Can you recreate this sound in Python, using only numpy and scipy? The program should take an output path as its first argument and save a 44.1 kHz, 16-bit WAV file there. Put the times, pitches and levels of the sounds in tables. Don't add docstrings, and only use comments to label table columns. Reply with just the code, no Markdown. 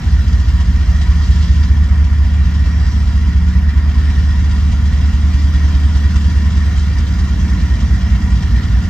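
import sys
import numpy as np
from scipy import signal
from scipy.fft import rfft, irfft, next_fast_len
from scipy.io import wavfile
from scipy.ndimage import uniform_filter1d, map_coordinates

SR = 44100
rng = np.random.default_rng(int(sys.argv[2]) if len(sys.argv) > 2 else 0)


def wav_out(sig):
    wavfile.write(sys.argv[1], SR, np.round(np.clip(np.atleast_2d(sig).T, -1, 1) * 32767).astype(np.int16))


def invert_db(x):
    u = np.asarray(x, float) / 20
    return 10 ** u


N = 392049

# strength_db (relative), late_ms
ROLLING_CYLINDERS = [(0.1, 1.49), (6.6, 0.71), (-3.7, -4.09), (-3.5, 4.04), (-1.4, 2.04), (3.3, -1.15),
                     (-0.7, -5.69), (-4.1, 4.21), (0.8, 1.05), (3.9, 0.43), (-4.0, -2.6), (4.7, 4.74)]
SECOND_CYLINDERS = [(6.0, 4.04), (-3.2, 1.21), (-2.5, 3.05), (-5.6, -3.83), (-3.9, -1.48), (7.0, -3.6),
                    (3.3, -1.6), (0.5, -4.62), (-2.6, -2.12), (-6.6, 3.04), (-2.1, 2.36), (9.7, 2.16)]
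# centre_hz, width_hz, gain_db (relative)
ROLLING_STACK = [(68.7, 29.2, -47.9), (80.3, 47.6, -51.8), (129.2, 36.3, -70.3)]
SECOND_STACK = [(47.7, 18.0, -57.4), (77.1, 6.3, -49.5), (175.7, 12.4, -81.3)]
# time_s, short_path_db, long_path_ms, long_path_db
PATHS = [(0.0, 0.4, 36.68, 4.1), (0.99, 2.2, 37.29, 2.0), (1.98, 2.1, 38.35, 1.4), (2.97, -0.3, 39.0, -1.9),
         (3.96, 0.0, 39.78, -2.7), (4.94, -3.1, 41.17, 0.4), (5.93, -0.5, 43.39, -0.1),
         (6.92, -1.0, 45.24, 1.1), (7.91, 2.0, 46.57, 3.2), (8.9, 4.0, 49.05, 3.8)]
KNOCK_STRENGTHS = [-9, -15, -5.5, -9.5, -16, -9, -0.5, -8, -16, -8, -15, -4.5]
# pitch_hz, level_db
RUMBLE_COLOUR = [(68, -27.5), (106, -2), (119, -7.5), (130, -1), (172, -1), (186, -4), (226, -5.5),
                 (249, -7), (289, -15), (339, -19), (480, -28.5), (620, -63), (1060, -120)]
ROAR_COLOUR = [(260, -40), (440, -11), (583, -11.5), (619, -11.5), (726, -6.5), (865, -12.5), (984, -5.5),
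               (1230, -8.5), (1420, -4.5), (1590, -10), (1860, -1.5), (2070, -8.5), (2360, -12),
               (2500, -19), (2700, -13.5), (3510, -34.5), (5940, -120)]
CLATTER_COLOUR = [(1470, -35), (2500, -15), (2730, -2.5), (2930, -3), (3180, -0.5), (3470, -3.5),
                  (4200, -4), (4470, -9), (4820, -4), (5300, -4.5), (6890, -30), (11700, -120)]
HISS_COLOUR = [(3060, -34), (5200, -6), (5780, 0), (7700, -8.5), (8450, -12.5), (9320, -24), (9800, -25.5),
               (12700, -54), (21600, -120)]
INSECT_COLOUR = [(8500, -34), (9600, -8), (11300, -3.5), (12000, -0.5), (12500, -2), (13500, 2),
                 (14000, -7), (14800, -8), (15650, -6), (16500, -39.5)]
# pitch_hz, likeness (no unit)
LIKENESS = [(60, 0.66), (130, 1), (290, 0.95), (640, 0.48), (1410, 0.6), (3100, 0.7), (6820, 0.41),
            (15000, 0.27)]
# centre_hz, width_hz, lift_db
CASING_PANELS = [(962, 63, 5), (1410, 22, 3.5), (1874, 39, 4.5), (2377, 40, 5), (3270, 120, 2),
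                 (4755, 130, 5)]
# time_s, level_db (relative)
TREBLE_DRIFT = [(0, 0.5), (.4, 0), (.8, -.5), (1.42, 3), (1.65, 0), (1.9, -3), (2.7, -1), (3.5, -1.5),
                (3.7, -4), (4.1, .5), (4.4, 0), (5.5, 0.7), (6.5, 1), (7.5, 0), (8.89, 0)]
# pitch_hz, level_db, waver_per_s
STEADY_HUMS = [(30, -35.5, 1.1), (111.5, -36.5, 1.2), (126.8, -37, 0.9), (165.4, -35.5, 1.6),
               (217.3, -36, 2.004), (232.9, -47, 1.8), (272.8, -46.5, 1.5), (313.3, -54, 1.5),
               (370.2, -54.5, 2), (465, -62.5, 2), (522.5, -61.5, 3), (633, -59, 5), (749, -58.5, 4.7),
               (1171, -55.5, 2.7)]
# start_s, end_s, pitch_hz, level_db
FLANGE_NOTES = [(1.0, 1.25, 9650, -74), (1.33, 1.55, 9900, -75), (2.48, 3.1, 5670, -51.5),
                (2.68, 3.1, 7480, -61), (2.85, 3.08, 8330, -64), (2.42, 3.15, 9950, -77),
                (2.75, 3.1, 4870, -55), (3.15, 3.5, 10300, -76)]
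# pitch_hz, left_over_right_db
PORT_BALANCE = [(60, -1.0), (99, -1.0), (160, -0.5), (270, -1.0), (450, -1.0), (740, -1.5), (1220, -1.0),
                (2010, -0.5), (3330, 1.0), (5500, -2.6), (9080, 0.3), (15000, 3.5)]
# pitch_hz, left_lead_radians
PORT_PHASE = [(1000, 0.25), (2300, 0.066), (3000, 1.45), (8500, 0.77), (11000, 1.2)]

ROLLING_CYCLES_PER_S, ROLLING_FIRST_FIRING_S = 4.8654, 0.0668
SECOND_CYCLES_PER_S, SECOND_FIRST_FIRING_S = 4.8332, 0.1652


def unit(x):
    return x / np.sqrt(np.mean(x ** 2) + 1e-20)


def along(points, hz):
    pitch, value = np.transpose(points)
    return np.interp(np.log(hz + 1), np.log(pitch + 1), value)


def path(times, column):
    rows = np.array(PATHS)
    return np.interp(times, rows[:, 0], rows[:, column])


def level(start_db, db_per_s, drift_share):
    t = np.arange(N) / SR
    drift_s, drift_db = np.transpose(TREBLE_DRIFT)
    return start_db + db_per_s * t + drift_share * np.interp(t, drift_s, drift_db)


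def wobble(knots_per_s):
    return map_coordinates(rng.standard_normal(200), [np.arange(N) * knots_per_s / SR])


def filtered(x, response):
    size = next_fast_len(N + SR // 2)
    spectrum = rfft(x, size) * response(np.fft.rfftfreq(size, 1 / SR))
    return irfft(spectrum, size)[..., :N]


def impulses(times, areas):
    keep = (times >= 0) & (times < (N - 1) / SR)
    position, size = times[keep] * SR, areas[keep] * SR
    whole = position.astype(int)
    part = position - whole
    return np.bincount(whole, size * (1 - part), N) + np.bincount(whole + 1, size * part, N)


def rush(colour, patchy_db):
    noise = signal.stft(rng.standard_normal((2, N)), nperseg=512)[2]
    patches = uniform_filter1d(rng.standard_normal(noise.shape[1:]), size=2, axis=0)
    patches = uniform_filter1d(patches, size=8, axis=1)
    pair = signal.istft(noise * invert_db(patchy_db * unit(patches)), nperseg=512)[1][:, :N]

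    def mid_and_side(hz):
        angle = np.arccos(np.clip(along(LIKENESS, hz), -1, 1)) / 2
        return invert_db(along(colour, hz)) * [np.cos(angle), np.sin(angle)]

    mid, side = filtered(pair, mid_and_side)
    return unit(np.array([mid + side, mid - side]))


def tone(hz, db, waver_per_s, depth_db=2.5):
    turns = np.cumsum(hz * np.ones(N)) / SR + rng.random() + 0.099 * wobble(waver_per_s)
    loudness = np.sqrt(2) * invert_db(db + depth_db * wobble(waver_per_s))
    return loudness * np.sin(2 * np.pi * turns)


def even_firings(cycles_per_s, first_s):
    cycle = np.arange(-1, 45)[:, None]
    return first_s + (cycle + np.arange(12) / 12) / cycles_per_s


def exhaust_puffs(even, cylinders):
    strength_db, late_ms = np.transpose(cylinders)
    jitter, scatter = rng.standard_normal((2,) + even.shape)
    times = even + (late_ms + 0.1 * jitter) / 1000
    return times.ravel(), invert_db(strength_db + 0.4 * scatter).ravel()


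def stack(puffs, modes, low_cut_hz, high_cut_hz=250):
    def response(f):
        ring = 0
        for k, (centre, width, db) in enumerate(modes):
            damping = 1j * f * width
            ring = ring + (-1) ** k * invert_db(db) * damping / (centre ** 2 - f ** 2 + damping)
        radiated = (1j * f / (low_cut_hz + 1j * f)) ** 3
        return ring * radiated / (1 + (f / high_cut_hz) ** 6)

    return filtered(puffs, response)


def rolling_exhaust():
    even = even_firings(ROLLING_CYCLES_PER_S, ROLLING_FIRST_FIRING_S)
    times, sizes = exhaust_puffs(even, ROLLING_CYLINDERS)
    short_path_ms = 0.23
    short = impulses(times + short_path_ms / 1000, sizes * invert_db(path(times, 1)))
    long = impulses(times + path(times, 2) / 1000, sizes * invert_db(path(times, 3)))
    left_right_db = [[0.5], [0.3]]
    return stack(short + long, ROLLING_STACK, low_cut_hz=23.8) * invert_db(left_right_db)


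def second_exhaust():
    even = even_firings(SECOND_CYCLES_PER_S, SECOND_FIRST_FIRING_S)
    times, sizes = exhaust_puffs(even, SECOND_CYLINDERS)
    left_right_db = [[-0.1], [0.7]]
    return stack(impulses(times, sizes), SECOND_STACK, low_cut_hz=22) * invert_db(left_right_db)


def knocking(lead_ms=19, decay_ms=4.6, scatter_db=2.5):
    even = even_firings(ROLLING_CYCLES_PER_S, ROLLING_FIRST_FIRING_S)
    sizes = invert_db(KNOCK_STRENGTHS + scatter_db * rng.standard_normal(even.shape))
    times = even + (path(even, 2) - lead_ms) / 1000
    hits = impulses(times.ravel(), sizes.ravel())
    curve = filtered(hits, lambda f: 1 / (1 + 2j * np.pi * f * decay_ms / 1000) ** 3)
    return curve / curve.mean()


def rumble():
    return invert_db(level(-29.5, db_per_s=0.44, drift_share=0.2)) * rush(RUMBLE_COLOUR, patchy_db=1.04)


def roar(knock):
    noise = unit(rush(ROAR_COLOUR, patchy_db=2.0) * (1 + 0.1 * knock))
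    return invert_db(level(-36.5, db_per_s=0.14, drift_share=0.28) + 0.4 * wobble(6)) * noise


def clatter(knock):
    noise = unit(rush(CLATTER_COLOUR, patchy_db=2.0) * (1 + 0.38 * knock))
    return invert_db(level(-40.5, db_per_s=0.03, drift_share=1) + 0.39 * wobble(8)) * noise


def hiss(knock):
    noise = unit(rush(HISS_COLOUR, patchy_db=2.5) * (1 + 0.35 * knock))
    return invert_db(level(-46, db_per_s=0.03, drift_share=1.3) + 0.49 * wobble(8.3)) * noise


def casing(sound):
    def response(f):
        lift_db = sum(db / (1 + (2 * (f - hz) / width) ** 2) for hz, width, db in CASING_PANELS)
        return invert_db(lift_db)

    return filtered(sound, response)


def machinery():
    knock = knocking()
    return rumble() + casing(roar(knock) + clatter(knock)) + hiss(knock)


def steady_hums():
    return sum(tone(*row) for row in STEADY_HUMS)


def gear_hum():
    t = np.arange(N) / SR
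    hz = 172.4 + 1.95 * t
    swell_db, swell_period_s, swell_peak_s = 2, 0.95, 6.35
    swell = swell_db * np.cos(2 * np.pi * (t - swell_peak_s) / swell_period_s)
    db = -31 + 0.2857 * t + swell
    first_pair = tone(hz, db, 6, depth_db=2.0)
    second_pair = tone(1.55 * hz, db - 14.5, 3, depth_db=2.0)
    return first_pair + second_pair


def insect():
    strokes_per_s = 36.67
    stroke = np.exp(1.5 * np.cos(2 * np.pi * strokes_per_s * np.arange(N) / SR))
    noise = unit(rush(INSECT_COLOUR, patchy_db=0.5) * (1 + 0.15 * stroke))
    high_hiss = invert_db(level(-60.5, db_per_s=0.01, drift_share=0.4) + 0.6 * wobble(12)) * noise
    note = tone(11990, level(-86.5, db_per_s=0.9, drift_share=0.1), 18, depth_db=3)
    return high_hiss + note


def wheel_squeals():
    t = np.arange(N) / SR
    total = np.zeros(N)
    for start, end, hz, db in FLANGE_NOTES:
        fade = np.clip(np.minimum(t - start, end - t) / 0.08, 0, 1)
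        total += fade * tone(hz, db, 14, depth_db=3.3)
    return total


def scene():
    exhausts = rolling_exhaust() + second_exhaust()
    return exhausts + machinery() + steady_hums() + gear_hum() + insect() + wheel_squeals()


def band_limit(x):
    return signal.sosfilt(signal.butter(12, 15760, fs=SR, output="sos"), x)


def record(dry):
    def ports_response(hz):
        tilt = invert_db(along(PORT_BALANCE, hz) / 2) * np.exp(0.5j * along(PORT_PHASE, hz))
        return np.array([tilt, 1 / tilt])

    ports = filtered(dry, ports_response)
    rounded = ports / (1 + np.abs(ports / 1.01) ** 30) ** (1 / 30)
    return band_limit(rounded)


dry = scene()
out = record(dry)
wav_out(out)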